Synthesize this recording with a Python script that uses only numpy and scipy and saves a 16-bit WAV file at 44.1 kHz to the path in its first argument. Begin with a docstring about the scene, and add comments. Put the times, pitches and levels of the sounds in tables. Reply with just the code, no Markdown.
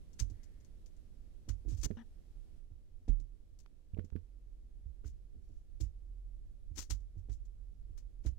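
"""Rumble, room tone and hiss come first, then wet pops: potatoes are crushed on a metal baking tray.
They go one after another under a drinking glass. Filtered noise makes split skins spit and pulp tear.
Sagging sines make the table thump, and decaying modes the damped tray, its knocks and its ring when freed.
Band-passed bursts click and hiss. The stereo microphone stands on the same table, in a small kitchen
with short wall reflections; a low wavering sine hums in the later part."""
import sys
import numpy as np
from scipy import signal
from scipy.fft import rfft, irfft
from scipy.io import wavfile

SR = 44100
rng = np.random.default_rng(int(sys.argv[2]) if len(sys.argv) > 2 else 0)


def dump_mix(stems):
    """Bounce the given channels to the path in sys.argv[1] as a 16-bit WAV at rate SR."""
    frames = np.atleast_2d(stems).T  # one column per channel
    limited = np.clip(frames, -1, 1)  # hard clip at full scale
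    pcm = np.round(limited * 32767).astype(np.int16)
    wavfile.write(sys.argv[1], SR, pcm)


N = 369558  # length in samples
TIME = np.arange(N) / SR
AGE = TIME[:int(.7 * SR)]  # seconds since the start of one sound
CUT_S, CUT_DECAY_S = 1.861, 0.0016  # table swings and wet flows begun before are cut off abruptly here

# modes of the tray weighed down by potatoes: pitch_hz, relative level_db, t60_s before any further damping
TRAY_MODES = [(133, -3, 0.48), (158, -10, 0.11), (209, -2.5, .22), (246.8, 3, .16), (308.4, 3, 0.2),
              (358, -9, 0.11), (412, -4.5, 0.13), (480, -15.5, 0.13), (581, -19.5, 0.22),
              (733, -15.5, 0.098)]


def undb(db):
    """Decibels to gain."""
    return 10 ** (np.asarray(db) / 20)


def fade(t60):
    """Exponential decay, 60 dB down after t60 seconds."""
    return np.exp(-np.log(1000) * AGE / t60)


def curve(rows):
    """A control table of (s, value), interpolated at every sample."""
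    return np.interp(TIME, *np.transpose(rows))


def colour(x, points, keep_power=True):
    """Filter by a (Hz, dB) spectrum; by default white noise keeps its power."""
    hz, db = np.transpose(points)
    bins_hz = np.arange(N // 2 + 1) * SR / N
    gain = undb(np.interp(np.log(bins_hz + 1), np.log(hz), db))
    if keep_power:
        gain = gain / np.sqrt(np.mean(gain ** 2))
    return irfft(rfft(x) * gain, N)


def add(track, s, sound):
    """Mix a sound into a track at time s."""
    i = int(s * SR)
    track[..., i:i + sound.shape[-1]] += sound[..., :N - i]


def pair(x, left_db, right_db):
    """Place a sound on the two channels."""
    return np.outer(undb([left_db, right_db]), x)


def ring(modes, scatter_db, detune):
    """Decaying modes scaled by total gain; weights and pitches vary with the spot that is struck."""
    hz, db, t60 = np.transpose(modes)
    chance = rng.standard_normal((len(hz), 2))
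    gains = undb(db + scatter_db * chance[:, 0])
    pitches = hz * (1 + detune * chance[:, 1])
    waves = [g * np.sin(2 * np.pi * f * AGE) * fade(t) for f, g, t in zip(pitches, gains, t60)]
    return sum(waves) / np.sqrt(np.sum(gains ** 2))


def tick(hz, q, crack, t60):
    """A short two-channel burst of noise, peaked around one pitch, with a share of broad crack."""
    noise = rng.standard_normal((2, len(AGE)))
    spot = signal.iirpeak(hz, q, fs=SR)
    tuned = signal.lfilter(*spot, signal.lfilter(*spot, noise))
    return fade(t60) * (tuned / tuned.std() + crack * noise)


def cut_off(s, age):
    """A sound begun before CUT_S falls silent abruptly from that moment; later ones pass unchanged."""
    return np.exp(-np.maximum(s + age - CUT_S, 0) / CUT_DECAY_S) if s < CUT_S else 1


def background(hum_hz=43.6, waver_hz=1.393, hum_db=2.5, hiss_db=-85, tone_db=-70, tone_share=0.95):
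    """Coloured noise makes rumble, room tone and microphone hiss; a wavering sine hums, swelling and sinking."""
    # spectra of rumble, room tone and hiss: pitch_hz, relative level_db
    rumble_spectrum = [(15, 1), (28, 12), (48, 3.5), (70, -2), (100, -9), (150, -31), (300, -65.5)]
    tone_spectrum = [(60, -3.5), (130, 1.5), (230, -1.5), (380, -6.5), (520, -12), (750, -20.5),
                     (1100, -40.5), (2500, -68)]
    hiss_spectrum = [(200, 3), (1000, -1), (2000, -3), (4000, -4), (8000, -7), (12000, -9.5), (13500, -15),
                     (16000, -20)]
    # rumble before the channel balance: time_s, level_db
    rumble_level = [(0, -48.5), (3.62, -51), (3.7, -57), (5.2, -48.5), (8.38, -48.5)]
    # extra hiss, louder at first; room tone takes tone_share of it: time_s, extra_db
    extra_air = [(0, 7), (1.3, 5), (2.58, 5.5), (2.62, 1)]
    # low hum, before hum_db and the channel balance: time_s, level_db
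    hum_level = [(4.2, -57), (4.59, -52.5), (5.33, -60.5), (5.75, -63), (5.91, -51.5), (6.26, -48),
                 (6.53, -58), (7.49, -51.5), (8.04, -54.5), (8.38, -57)]

    drift = np.interp(TIME, np.arange(0, 9, .125), rng.standard_normal(72))
    hum_on = np.clip((TIME - hum_level[0][0]) / .1, 0, 1)
    hum_wave = np.sin(2 * np.pi * np.cumsum(hum_hz + waver_hz * drift) / SR)
    hum = np.sqrt(2) * hum_on * undb(hum_db + curve(hum_level)) * hum_wave

    # rumble and room tone partly agree on the two channels
    rumble_noise = rng.standard_normal((2, N)) + 0.52 * rng.standard_normal(N)
    rumble = undb([[-9], [-.5]] + curve(rumble_level)) * colour(rumble_noise, rumble_spectrum)
    tone_noise = rng.standard_normal((2, N)) + 0.39 * rng.standard_normal(N)
    tone_level = tone_db + tone_share * curve(extra_air)
    tone = undb([[-5], [-2.5]] + tone_level) * colour(tone_noise, tone_spectrum)
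    hiss_level = hiss_db + curve(extra_air)
    hiss = undb([[-1.2], [.3]] + hiss_level) * colour(rng.standard_normal((2, N)), hiss_spectrum)
    return pair(hum, left_db=-4.5, right_db=1.0) + rumble + tone + hiss


def wet_noise(grain_db, clump_db=3.0, clump_hz=300):
    """Thousands of tiny bursting films a second, in uneven clumps, a few much larger than the rest."""
    grain_sizes = undb(grain_db * np.minimum(rng.exponential(size=N // 16 + 1), 4))
    size = np.repeat(grain_sizes, 16)[:N]  # one film lasts 16 samples
    clumps = rng.uniform(-1, 1, 8000)
    clumping = undb(clump_db * np.interp(TIME * clump_hz, np.arange(len(clumps)), clumps))
    grains = size * clumping * rng.standard_normal(N)
    return grains / grains.std()


def flow(s, levels_db, swell, hold, t60):
    """Start time and (spit, pulp) envelopes of one escape of juice: it swells, holds and dies away."""
    lead_s = .05  # room for the swell ahead of s
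    t = AGE - lead_s
    decay = np.log(1000) * np.maximum(t - hold, 0) / t60
    envelope = np.exp(np.minimum(t, 0) / swell - decay) * cut_off(s, t)
    return s - lead_s, np.outer(undb(levels_db), envelope)


def hollow(x):
    """Narrow resonances of the hollow between glass and tray colour whatever sounds under the glass."""
    # resonances of the hollow: pitch_hz, width_hz, level_db
    resonances = [(2890, 47, -2), (3840, 36, -19), (4460, 93, -10), (4620, 50, -11), (5830, 19, -12),
                  (6200, 36, -15), (6600, 56, -7.5), (6900, 87, -4.5), (7420, 60, -4)]
    peaks = [undb(db) * signal.lfilter(*signal.iirpeak(hz, hz / width, fs=SR), x)
             for hz, width, db in resonances]
    return x + sum(peaks)


def squelches(spit_db=-2, pulp_db=-2, right_spread=1.0, pop_pulp_db=-15):
    """Splits, oozes and pops: bright spitting over duller tearing pulp, facing the left microphone."""
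    # levels in the next three tables stand before spit_db and pulp_db
    # skin splitting: peak_s, spit_db, pulp_db, hold_s
    splits = [(.195, -38.5, -46.5, .004), (1.49, -47.5, -50, 0.0011), (1.834, -39.5, -46.5, 0.031),
              (3.083, -61.5, -56, 0.0042), (5.044, -80, -65.5, .006), (5.807, -46.5, -60, .001),
              (6.779, -38.5, -47, 0.014), (6.82, -46, -58, 0.0022), (6.903, -40, -47, 0.01),
              (7.296, -66.5, -61, 0.0033), (7.978, -57.5, -63, 0.0018), (8.263, -49.5, -53, 0.0009)]
    # juice oozing out under steady pressure: peak_s, spit_db, pulp_db, length_s (held at full level)
    oozes = [(1.689, -59.5, -66, 0.046), (1.773, -60.5, -80, 0.029), (5.061, -62, -74, 0.017),
             (5.42, -84.5, -88, 0.18), (5.844, -71, -72, .006), (6.763, -53, -62, 0.011),
             (7.181, -75, -79, .006), (7.32, -63.5, -84, 0.013), (8.244, -69.5, -65.5, 0.0057)]
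    # single wet blisters popping: peak_s, level_db
    pops = [(0.131, -62.5), (0.3, -60.5), (.433, -57.5), (0.603, -69.5), (.648, -65), (0.861, -62),
            (.965, -71.5), (1.814, -51.5), (3.201, -65), (3.589, -61), (3.601, -62), (4.046, -67),
            (7.006, -71), (7.452, -70)]
    # spectra of spit and pulp: pitch_hz, relative level_db
    spit_spectrum = [(1200, -20.5), (3000, -10), (4500, -4), (6200, 3), (7500, -2.5), (9500, -12.5),
                     (12500, -14.5), (16000, -17)]
    pulp_spectrum = [(250, 12), (600, 0.5), (1300, 3), (2000, 3), (3000, 0.5), (4500, -2), (9000, -24.5)]
    # shadow on the right, away from the glass: pitch_hz, gain_db
    shadow = [(300, -11), (1000, -13.5), (2000, -11.5), (4000, -23), (6500, -34), (10000, -20),
              (15000, -20)]

    flows = np.zeros((2, N))
    for s, high_db, low_db, hold in splits:
        add(flows, *flow(s, [high_db, low_db], swell=0.0021, hold=hold, t60=0.1))
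    for s, high_db, low_db, length in oozes:
        add(flows, *flow(s, [high_db, low_db], swell=.005, hold=length, t60=0.13))
    for s, db in pops:
        add(flows, *flow(s, [db, db + pop_pulp_db], swell=0.00058, hold=0.0006, t60=0.083))
    spit, pulp = undb(spit_db) * flows[0], undb(pulp_db) * flows[1]

    def wet():
        """One independent draw of the same spitting and tearing."""
        bright = colour(spit * wet_noise(grain_db=3.0), spit_spectrum)
        return bright + colour(pulp * wet_noise(grain_db=2.5), pulp_spectrum)

    direct, scattered = wet(), wet()
    right = colour(0.33 * direct + right_spread * scattered, shadow, keep_power=False)
    return np.array([hollow(direct), right])


def thuds(rise_s=0.0055, sag=0.13, sag_s=0.02, soft_s=0.0025, shudder=0.09, octave_db=7, pressed_t60=0.71):
    """Soft pushes swing the table, whose pitch sags as the load eases, and stir the damped tray."""
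    # glass bearing down, levels before panning, pitch after the sag:
    # start_s, table_thump_db, table_pitch_hz, table_flex_db, tray_db
    pushes = [(.2, -20.5, 44.9, -26, -48.5), (.3, -44, 70, -35.5, -53.5), (1.479, -22, 46.6, -25, -48),
              (1.65, -23, 46.2, -39, -48.5), (1.679, -30, 65, -34, -46), (1.716, -26.5, 59.3, -24, -49),
              (1.78, -26, 45.5, -50, -60), (1.832, -18.5, 45.4, -31, -48), (2.345, -33, 34, -67, -82),
              (2.703, -37, 75.7, -48, -66), (3.08, -13.5, 37, -39, -39), (3.196, -49.5, 60, -49, -58),
              (4.849, -28, 61.7, -60, -78), (5.041, -25.5, 63.8, -41, -52.5), (5.345, -38.5, 61, -55, -57),
              (5.495, -47, 78.6, -48, -58.5), (5.802, -19.5, 53.9, -27, -47.5),
              (6.703, -29.5, 66.5, -42, -62.5), (6.772, -32, 63.3, -48, -59), (6.896, -20, 47.2, -32, -52),
              (7.158, -46, 61, -30, -57), (7.287, -23, 49.8, -40, -51), (7.893, -35, 70.6, -55, -64.5),
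              (8.25, -16.5, 60.2, -28.5, -42)]
    swing_cycles, swing_lag_s = 14.25, .008  # swings until 60 dB down; delay after the tray
    flex_hz, flex_t60_s = 86.2, 0.25  # quicker bending of the table top, pitch after the sag

    out = np.zeros((2, N))
    band = signal.butter(4, [45, 140], "band", fs=SR, output="sos")
    tremble = signal.sosfilt(band, rng.standard_normal(N))
    tremble /= tremble.std()
    for s, thump_db, sway_hz, flex_db, tray_db in pushes:
        for db, hz, t60 in [(thump_db, sway_hz, swing_cycles / sway_hz), (flex_db, flex_hz, flex_t60_s)]:
            phase = 2 * np.pi * np.cumsum(hz * (1 + sag * np.exp(-AGE / sag_s))) / SR
            onset = 1 - np.exp(-(AGE / rise_s) ** 2)
            envelope = undb(db) * fade(t60) * onset * cut_off(s, AGE)
            shaking = shudder * np.roll(tremble, -int(s * SR))[:len(AGE)]
            swing = envelope * (np.sin(phase) + shaking)
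            # the right side feels the table; the left hears mostly its faster swings
            left_db = -25 + octave_db * np.log2(hz / 55)
            add(out, s + swing_lag_s, pair(swing, left_db=left_db, right_db=-2.0))
        # one shared ringing, and one for each channel
        rings = np.array([ring(TRAY_MODES, scatter_db=5.5, detune=0.036) for _ in range(3)])
        tray_envelope = undb(tray_db) * (1 - np.exp(-AGE / soft_s)) * fade(pressed_t60)
        add(out, s, tray_envelope * (0.67 * rings[0] + 1.04 * rings[1:]))
    return out


def steam(start_s=0.31, level_db=-69, growth_s=0.21):
    """A faint airy noise band grows linearly against its decay, like steam leaving the first split."""
    out = np.zeros((2, N))
    band = tick(hz=1890, q=2.9, crack=0, t60=0.76)
    add(out, start_s, undb(level_db) * (AGE / growth_s) * band)
    return undb([[3], [-4]]) * out


def dry_clicks():
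    """Short dry clicks of peaked noise: some pitched snaps, and two broad snaps at 3.661 and 4.102 s."""
    # clicks before the channel balance: start_s, level_db, pitch_hz, q
    clicks = [(1.688, -63, 2600, 4.7), (1.728, -61, 2600, 4), (3.661, -55, 890, 0.29),
              (3.946, -54.5, 2540, 4.5), (4.102, -61.5, 1400, 0.36), (5.045, -56.5, 1280, 2.2)]
    out = np.zeros((2, N))
    for s, db, hz, q in clicks:
        add(out, s, undb(db) * tick(hz=hz, q=q, crack=.15, t60=0.012))
    return undb([[-4], [0]]) * out


def knocks(knock_db=3, rattle_db=-21, tray_db=-29, low_hz=65):
    """The tray tips on the table, base then rim; the blows reach the right microphone through the wood."""
    # the tray rocking, levels before knock_db and panning: start_s, knock_db, contact_s, rim_tick_db
    rocking = [(1.858, -38, 0.0018, -54), (1.904, -29, .0021, -50.5), (3.934, -29, 0.0053, -67),
               (3.969, -43, .0012, -58), (3.986, -26, 0.0024, -49.5), (4.042, -38, 0.0034, -72),
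               (4.123, -28.5, 0.0069, -69), (4.154, -29, .0028, -49.5)]
    # modes of the table top, struck directly: pitch_hz, relative level_db, t60_s
    table_modes = [(82.3, 1, 0.16), (133, -20, 0.037), (225, -1, 0.044), (342, -5, 0.015),
                   (403, -10, 0.063), (495, -25.5, 0.26), (605, -12, 0.022)]
    rebound_s, rebound_db, rim_hz = .0065, -3, 1370  # the rim lands just after the base

    body, ticks = np.zeros(N), np.zeros((2, N))
    for s, db, contact, tick_db in rocking:
        push = np.sin(np.pi * np.minimum(AGE / contact, 1)) ** 2  # a longer contact is duller
        push /= push.sum()
        for delay, blow_db in [(0, db), (rebound_s, db + rebound_db)]:
            blow = signal.fftconvolve(ring(table_modes, scatter_db=3.0, detune=.03), push)
            add(body, s + delay, undb(blow_db + knock_db) * blow)
        add(body, s, undb(db + tray_db) * ring(TRAY_MODES, scatter_db=8, detune=0.039))
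        rim = tick(hz=rim_hz, q=1.18, crack=0.17, t60=.017)
        add(ticks, s + rebound_s, undb(tick_db) * rim)
        rattle = tick(hz=rim_hz, q=0.45, crack=0.13, t60=0.13)  # the sheet rattles briefly
        add(ticks, s + rebound_s, undb(tick_db + rattle_db) * rattle)
    # a light tray hardly moves the whole table
    body = signal.lfilter(*signal.butter(1, low_hz, "high", fs=SR), body)
    return pair(body, left_db=-22.5, right_db=5) + undb([[-4], [0]]) * ticks


def freed_tray(start_s=1.97, swing_db=-45.5, sheet_hz=231, touch_s=0.051, touch_t60=0.08,
               buzz_db=-54.5, buzz_top_hz=3200):
    """The glass lifts off; the sheet swings as a sine and chatters on the table once a cycle as it settles."""
    # modes of the tray springing free: pitch_hz, relative level_db, t60_s before the extra fade of a tap
    free_modes = [(810, -10, 0.097), (935, -1, 0.13), (1300, -3.5, .05), (1584, -9, .05),
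                  (1710, 3.5, 0.051), (1880, -22, 0.033), (2400, -11, .05), (3180, -1, 0.033),
                  (3640, -7, 0.043), (5640, -5, 0.038)]
    settle = np.exp(-np.log(1000) * np.maximum(AGE - touch_s, 0) / touch_t60) * fade(0.9)
    swing, buzz = np.zeros((2, N))
    add(swing, start_s, undb(swing_db) * np.sin(2 * np.pi * sheet_hz * AGE) * settle)
    for cycle in range(18):
        age = (cycle + 0.35 * rng.random()) / sheet_hz
        # every tap lands on another spot of the rim, which smears the ringing
        tap = ring(free_modes, scatter_db=3, detune=0.062) * fade(0.11)
        add(buzz, start_s + age, undb(buzz_db) * settle[int(age * SR)] ** 2 * tap)
    buzz = signal.lfilter(*signal.butter(1, buzz_top_hz, fs=SR), buzz)  # the taps are soft
    return pair(swing, left_db=0.5, right_db=-5.5) + pair(buzz, left_db=3.5, right_db=-11)


def kitchen(x, t60=0.29, wet_db=-26, gap_s=0.0052):
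    """Faint, short reflections from the walls: convolution with decaying noise that builds up over gap_s."""
    tail = rng.standard_normal((2, len(AGE))) * fade(t60) * (1 - np.exp(-AGE / gap_s))
    tail /= np.sqrt(np.sum(tail ** 2, axis=1, keepdims=True))
    return undb(wet_db) * signal.fftconvolve(x, tail, axes=1)[:, :N]


def scene():
    """All the sounds of the crushing, with their reflections, over the kitchen background."""
    work = squelches() + thuds() + steam() + dry_clicks() + knocks() + freed_tray()
    return background() + work + kitchen(work)


def record(dry, top_hz=15800):
    """The recorder cuts the top with a steep low-pass."""
    return signal.sosfilt(signal.ellip(8, .2, 70, top_hz, fs=SR, output="sos"), dry)


dry = scene()
out = record(dry)
dump_mix(out)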